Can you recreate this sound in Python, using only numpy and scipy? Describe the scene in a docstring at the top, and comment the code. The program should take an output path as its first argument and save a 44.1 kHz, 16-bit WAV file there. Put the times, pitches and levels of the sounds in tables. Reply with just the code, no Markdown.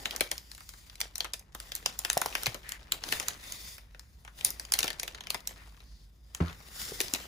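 """Sharp snaps and a sliding rustle: thin plastic wrap pulled off a metal tablet, close to a phone's mics.
Creases buckle and ring the panels beside them; between snaps the sheet hisses, ticks and pops hollowly.
Fingers rub, and a palm slaps the metal back once.
A quiet room rumbles underneath and answers with a short tail."""
import sys
import numpy as np
from scipy import signal
from scipy.fft import rfft, irfft, next_fast_len
from scipy.io import wavfile
from scipy.ndimage import uniform_filter1d, map_coordinates

SR = 44100
rng = np.random.default_rng(int(sys.argv[2]) if len(sys.argv) > 2 else 0)


def file_out(sig):
    """Save sig as 16-bit WAV at sys.argv[1]."""
    # one column per channel
    cols = np.atleast_2d(sig).T
    # limit, then scale
    lim = np.clip(cols, -1, 1)
    pcm = np.round(lim * 32767).astype(np.int16)
    wavfile.write(sys.argv[1], SR, pcm)


N = 320607

# buckling creases: (time [s], level [dB], treble [dB], panel resonance [Hz])
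CREASES = [(0.0562, -24.5, -8.5, 3510), (0.1091, -31.5, -4, 3270), (0.162, -30.5, 2, 6400),
           (0.208, -19, 2, 2540), (0.3146, -24.5, 5, 2600), (0.3797, -35, 2.5, 5300),
           (0.5156, -39.5, -0.5, 4380), (0.549, -44, 3.5, 3950), (0.579, -47, 2, 1400),
           (0.606, -46, -3, 1120), (0.6908, -39.5, 2.5, 5560), (0.737, -48, -3, 1500),
           (0.898, -45, -35, 4830), (0.955, -45, -2.5, 5000), (1.004, -29.5, 6.5, 6800),
           (1.013, -23.5, -28, 6080), (1.1559, -32, 4, 5660), (1.181, -33, 1.5, 7750),
           (1.2053, -24.5, -18, 3940), (1.245, -33.5, -3, 1990), (1.251, -36.5, -12, 880),
           (1.335, -29, 5.5, 4300), (1.340, -33.5, 3, 3130), (1.3945, -44, 9.5, 5400),
           (1.549, -36, 4, 1150), (1.601, -36, -9, 9100), (1.719, -32.5, -13, 3380),
           (1.752, -28.5, 15.5, 10100), (1.762, -38, 6, 4540), (1.8598, -19.5, -14.5, 5080),
           (1.9905, -27, 11.5, 8900), (2.049, -24.5, 3.5, 2200), (2.1002, -20, -11.5, 7060),
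           (2.1304, -27.5, 11.5, 8320), (2.176, -23.5, -11, 7930), (2.2159, -23.5, 5.5, 1470),
           (2.2599, -28, 7, 753), (2.352, -23.5, -9, 2130), (2.4334, -31.5, 4, 5640),
           (2.4592, -24.5, -31.5, 3750), (2.466, -22.5, 0, 2264), (2.5449, -34.5, 0, 666),
           (2.6912, -33, 14, 4280), (2.7202, -31, -7, 8470), (2.921, -20.5, 4.5, 3920),
           (3.0376, -31, -7, 4700), (3.088, -34, 0.5, 4040), (3.124, -21.5, 0, 1634),
           (3.199, -26.5, -5.5, 7700), (3.2835, -23, 1, 4680), (3.522, -32, 5, 6000),
           (3.781, -44.5, -0.5, 2010), (3.9465, -48, -42, 1560), (3.9948, -43.5, -3.5, 5480),
           (4.2491, -46.5, -3.5, 910), (4.277, -43.5, -29, 1370), (4.41, -37, -11, 3990),
           (4.4479, -15.5, 26, 7300), (4.5047, -30.5, 19.5, 8200), (4.597, -31, 0, 5470),
           (4.651, -41, -14, 5450), (4.721, -21, 5, 6470), (4.7377, -18, 4.5, 3860),
           (4.789, -19.5, 9.5, 3540), (4.8053, -29.5, 0, 4560), (4.8297, -23, 0, 3400),
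           (4.8419, -27.5, 2, 800), (4.869, -37, -5.5, 3040), (4.879, -27, -4, 2580),
           (4.9032, -30, -4, 2030), (4.930, -40.5, -6.5, 3470), (4.9972, -28, 0, 4850),
           (5.0315, -30, 4, 2550), (5.0781, -31.5, 0, 2740), (5.147, -39, -36, 3570),
           (5.2072, -37.5, -40, 3440), (5.27, -37, -10.5, 2910), (5.3037, -24, 3.5, 3520),
           (5.345, -28.5, -1, 1290), (5.4735, -26.5, 4.5, 7000), (5.8038, -52, -34, 1750),
           (6.3486, -31.5, -31, 8350), (6.816, -36.5, 3, 3840), (7.0037, -23, 2.5, 2700),
           (7.0129, -26, 11.5, 3500), (7.082, -37, -10, 4400), (7.137, -22.5, 4.5, 5440),
           (7.1472, -28, -21, 3530)]


def amp(db):
    """dB to gain."""
    return 10 ** (np.asarray(db) / 20)


def unit(x):
    """x at rms 1."""
    return x / np.sqrt(np.mean(x ** 2) + 1e-20)


def along(points, hz):
    """Interpolate (frequency [Hz], value) points on a log axis."""
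    f, v = np.transpose(points)
    return np.interp(np.log(hz + 1), np.log(f + 1), v)


def wobble(rate_hz):
    """Smooth random curve, rms 1."""
    knots = rng.standard_normal(int(N * rate_hz / SR) + 4)
    return unit(map_coordinates(knots, [np.arange(N) * rate_hz / SR]))


def filtered(x, response):
    """Apply a complex frequency response."""
    m = next_fast_len(x.shape[-1] + 4096)
    return irfft(rfft(x, m) * response(np.fft.rfftfreq(m, 1 / SR)), m)[..., :x.shape[-1]]


def shelf(hz, corner_hz):
    """Treble share: 0 below the corner, 1 above."""
    return hz ** 4 / (hz ** 4 + corner_hz ** 4)


def rumble():
    """Low building noise, faint air hiss and a wavering hum."""
    # noise spectrum: (frequency [Hz], density [dB])
    spectrum = [(30, -41.5), (42, -9), (55, 2.5), (68, -8.5), (150, -16.5), (400, -33), (15800, -62),
                (16100, -100)]
    hum_hz, waver_hz = 49.4, 6.08
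    noise = filtered(rng.standard_normal((2, N)), lambda f: amp(along(spectrum, f)))
    hum = np.sin(2 * np.pi * np.cumsum(hum_hz + waver_hz * wobble(rate_hz=4.6)) / SR)
    return amp(-57) * unit(noise) + amp(-58.5) * hum


def room(x):
    """Short diffuse tail; the treble dies first."""
    # room decay: (frequency [Hz], t60 [s])
    decay = [(300, 0.32), (2000, 0.23), (12000, 0.18)]
    hz, t, z = signal.stft(rng.standard_normal((2, SR // 2)), SR, nperseg=256)
    tail = signal.istft(z * amp(-60 * t / along(decay, hz)[:, None]), SR, nperseg=256)[1]
    delayed = np.pad(x, ((0, 0), (130, 0)))
    return signal.fftconvolve(delayed, tail / np.linalg.norm(tail[0]), axes=1)[:, :N]


def rubs():
    """Strokes of skin or film, each in one broad resonance."""
    # strokes: (midpoint [s], length [s], level [dB], resonance [Hz])
    strokes = [(2.709, 0.15, -47.5, 1880), (5.608, 0.093, -57.5, 1910), (5.95, 0.25, -65.5, 4630),
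               (6.475, 0.086, -49, 1300)]
    out, t = np.zeros((2, N)), np.arange(N) / SR
    for mid_s, length_s, db, hz in strokes:
        band = filtered(rng.standard_normal((2, N)), lambda f: f * hz / (hz * hz - f * f + .25j * f * hz))
        swell = np.sqrt(np.clip(1 - (2 * (t - mid_s) / length_s) ** 2, 0, 1))
        out += amp(db) * swell * unit(band)
    return out


def drag():
    """Time, hiss, tick and treble curves: steady drag plus the stir that settles after each snap."""
    # drag of sheet on metal: (time [s], level [dB], treble [dB])
    pull = [(0.0, -44, -1.5), (0.15, -42.5, -7.5), (0.4, -58, 0), (0.7, -62.5, 12), (0.94, -55.5, -1.5),
            (1.49, -60.5, -13.5), (1.63, -52.5, 0.5), (1.98, -47.5, -5.5), (2.43, -40, -1),
            (2.61, -53.5, -6), (2.85, -50.5, -12.5), (3.0, -48.5, -12), (3.12, -36.5, 4), (3.37, -47, -6.5),
            (3.51, -45.5, 5), (3.731, -52, 9), (3.87, -60.5, -7), (4.33, -65.5, 3), (4.39, -47, 1.5),
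            (4.57, -52, -3), (5.18, -48, -17.5), (5.52, -48, -10), (6.19, -73, 3.5), (6.505, -40, -14.5),
            (6.54, -49, -6), (6.7, -51, 0.5), (6.8, -43.5, 9), (7.27, -44, -3.5)]
    stir_db, rise_s, settle_s = -20.5, 0.0016, 0.02
    t = np.arange(0, N, 64) / SR
    pull_s, pull_db, treble_db = np.transpose(pull)
    snap_s, snap_db, snap_treble_db, _ = np.transpose(CREASES)[..., None]
    age_s = t - snap_s
    stirs = amp(snap_db + stir_db) ** 2 * np.clip(age_s / rise_s, 0, 1) * np.exp(-abs(age_s) / settle_s)
    steady, stir = amp(np.interp(t, pull_s, pull_db)) ** 2, stirs.sum(axis=0)
    power = steady + stir
    crumple = steady / 3 + amp(0.5) * stir  # a shaken sheet ticks more than a gliding one
    colour_db = 0.41 * (stirs * snap_treble_db).sum(axis=0) / power  # bright snap, bright stir
    return t, 10 * np.log10(power), 10 * np.log10(crumple), np.interp(t, pull_s, treble_db) + colour_db


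def slide():
    """The sliding sheet hisses in drifting coloured patches; small creases tick, louder with the pull."""
    # friction spectrum: (frequency [Hz], density [dB])
    spectrum = [(150, 0.5), (500, -3.5), (3500, -5.5), (8000, -5.5), (12500, -9.5), (15600, -5.5),
                (16100, -66)]
    # resonances colouring the hiss: (centre [Hz], half width [Hz], added gain [dB])
    resonances = [(1950, 110, 0), (3600, 160, -4), (4950, 300, -3)]
    patch_db, flutter_db, tick_count = 2.4, 1.5, 800
    drag_s, level_db, crumple_db, treble_db = drag()
    hz, t, z = signal.stft(rng.standard_normal((2, N)), SR, nperseg=256)
    patches = uniform_filter1d(rng.standard_normal(z.shape[1:]), size=2, axis=0)
    patches = unit(uniform_filter1d(patches, size=60, axis=1))
    tilt_db = shelf(hz, 2300)[:, None] * np.interp(t, drag_s, treble_db)
    hiss = signal.istft(z * amp(patch_db * patches + tilt_db), SR, nperseg=256)[1][:, :N]
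    peaks = lambda f: 1 + sum(amp(db) / (1 + ((f - c) / w) ** 2) for c, w, db in resonances)
    hiss = filtered(hiss, lambda f: amp(along(spectrum, f)) * peaks(f))
    hiss *= amp(np.interp(np.arange(N) / SR, drag_s, level_db) + 2 + flutter_db * wobble(rate_hz=70))
    place, strength, dullness, pitch = rng.random((tick_count, 4)).T
    tick_s = place * (N - 1) / SR
    tick_db = 1.27 * np.interp(tick_s, drag_s, crumple_db) + 10 + 10 * strength ** 5  # few are strong
    tick_treble_db = np.interp(tick_s, drag_s, treble_db) - 8 * dullness
    return hiss + buckle(tick_s, tick_db, tick_treble_db, panel_hz=600 * 11 ** pitch, samples=800)


def flaps():
    """The loose sheet flexes: hollow pops of a few cycles, too limp to hold a pitch."""
    # flexes: (time [s], level [dB], pitch [Hz])
    flexes = [(0.2113, -23.5, 550), (2.1703, -14.5, 712), (2.219, -16, 1474), (2.2595, -21.5, 939),
              (2.473, -35, 114), (6.919, -32.5, 407), (7.007, -31, 382), (7.136, -32.5, 298)]
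    out, t = np.zeros(N + SR), np.arange(SR // 5) / SR
    for start_s, db, hz in flexes:
        cycles = hz * t
        wander_rad = 0.75 * np.sqrt(hz / SR) * np.cumsum(rng.standard_normal(len(t)))
        push = amp(db) * cycles * np.exp(1 - cycles / 0.81)
        out[round(start_s * SR):][:len(t)] += push * np.sin(2 * np.pi * cycles + wander_rad)
    return out[:N]


def slap():
    """A soft palm excites the low modes of the metal back, the lowest last."""
    # modes of the back: (frequency [Hz], relative level [dB], t60 [s])
    modes = [(82, -4, .24), (169, -4, .16), (257, -9, .13), (318, -13, .13)]
    start_s, level_db, skin_t60_s = 6.4035, -17.5, 0.12
    t = np.maximum(np.arange(N) / SR - start_s, 0)
    ring = np.zeros(N)
    for hz, db, t60_s in modes:
        onset = 1 - np.exp(-(hz * t / 0.8) ** 2)
        ring += onset * amp(db - 60 * t / t60_s) * np.sin(2 * np.pi * hz * t)
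    skin = rng.standard_normal((2, N)) * amp(5 - 60 * t / skin_t60_s) * (t > 0)
    skin = filtered(skin, lambda f: 1j * f / (300 + 1j * f) / (1 + 1j * f / 900) ** 2)
    return amp(level_db) * (ring + skin)


def buckle(start_s, db, treble_db, panel_hz, samples):
    """One burst per crease: a jagged release rings the flat panel beside it."""
    rise_s, spike_t60_s, edge_t60_s = 0.00061, 0.004, 0.02
    split_hz, spread_s, max_echo_s = 4800, 0.002, 0.0012145
    t, count = np.arange(samples) / SR, len(start_s)
    db, treble_db, panel_hz = (c[:, None, None] for c in (db, treble_db, panel_hz))
    octaves = np.log2(5000 / panel_hz)  # a big panel rings lower, stronger and longer
    ring_db, body_t60_s, width_hz = 1 + 2 * octaves, 0.027 + 0.017 * octaves, 0.6 * panel_hz
    stutter = amp(3.1 * np.sqrt(10) * uniform_filter1d(rng.standard_normal((count, 1, samples)), size=30))
    noise = rng.standard_normal((count, 2, samples)) * (1 - np.exp(-t / rise_s))
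    spike = 8 * amp(-60 * t / spike_t60_s)  # the first release is the hardest
    body = noise * (spike + stutter * amp(-60 * t / body_t60_s))
    edge = noise * (spike + stutter * amp(-60 * t / edge_t60_s))
    # buckling spectrum: (frequency [Hz], density [dB])
    spectrum = [(150, 5), (1200, -2), (3000, 0.5), (6000, -1), (12500, -1.5), (15500, -5.5), (16800, -23.5)]
    crack = lambda f: amp(along(spectrum, f))
    lows = lambda f: (1 - shelf(f, split_hz)) * shelf(f, 0.12 * panel_hz)  # a small panel moves no bass
    ring = lambda f: amp(ring_db) * 1j * f * width_hz / (panel_hz ** 2 - f * f + 1j * f * width_hz)
    # bending waves carry the bass slowly
    dispersion = lambda f: np.exp(-4j * np.pi * spread_s * (np.sqrt(1000 * f) - f / 5))
    burst = filtered(body, lambda f: dispersion(f) * (crack(f) * lows(f) + ring(f)))
    burst += filtered(edge, lambda f: crack(f) * amp(treble_db) * shelf(f, split_hz))
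    echo_s = max_echo_s * rng.random((count, 1, 1))  # metal close behind: hollow colour
    burst = filtered(burst, lambda f: 1 - 0.51 * np.exp(-2j * np.pi * f * echo_s))
    onset_rms = np.sqrt(np.mean(burst[..., :180] ** 2, axis=(1, 2), keepdims=True))
    burst *= amp(db) / onset_rms
    at = (np.round(start_s * SR).astype(int)[:, None] + np.arange(samples)).ravel()
    return np.array([np.bincount(at, burst[:, k].ravel(), N + samples)[:N] for k in range(2)])


def snaps():
    """The loud creases; each slips a little just before it lets go."""
    start_s, db, treble_db, panel_hz = np.transpose(CREASES)
    lead_s = 0.0015 + 0.002 * rng.random(len(start_s))
    release = buckle(start_s, db, treble_db, panel_hz, samples=2500)
    slip = buckle(start_s - lead_s, db - 21.5, treble_db, panel_hz, samples=800)
    return release + slip


def scene():
    """Two channels of all sources; snaps, slap and flaps excite the room."""
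    hits = snaps() + slap() + flaps()
    return hits + amp(-11.5) * room(hits) + slide() + rubs() + rumble()


def record(dry):
    """The phone blends its ports: bass and top alike, middle wide and leftward; peaks saturate."""
    # port blend: (frequency [Hz], left-right likeness [0..1])
    likeness = [(100, 0.97), (600, 0.54), (1500, 0.063), (3000, 0.18), (9000, 0.89)]
    # port balance: (frequency [Hz], left over right [dB])
    balance = [(150, -0.5), (1200, 3), (5500, 4), (7000, 0)]
    # port phase: (frequency [Hz], left lead [rad])
    lead = [(0, 0), (900, .7), (1700, .2), (2900, 1.1), (5000, .2), (6500, 0), (15700, -15.7)]
    ceiling, cutoff_hz = 0.75, 16800
    mid_side = np.array([dry[0] + dry[1], dry[0] - dry[1]]) / np.sqrt(2)
    width_rad = lambda f: np.arccos(np.clip(along(likeness, f), 0, 1)) / 2
    mid, side = filtered(mid_side, lambda f: np.array([np.cos(width_rad(f)), np.sin(width_rad(f))]))
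    half = np.array([[0.5], [-0.5]])
    phase = lambda f: np.exp(1j * half * np.interp(f, *np.transpose(lead)))
    ports = filtered(np.array([mid + side, mid - side]), lambda f: amp(half * along(balance, f)) * phase(f))
    saturated = ports / (1 + np.abs(ports / ceiling) ** 4) ** 0.25
    return filtered(saturated, lambda f: f < cutoff_hz)


dry = scene()
out = record(dry)
file_out(out)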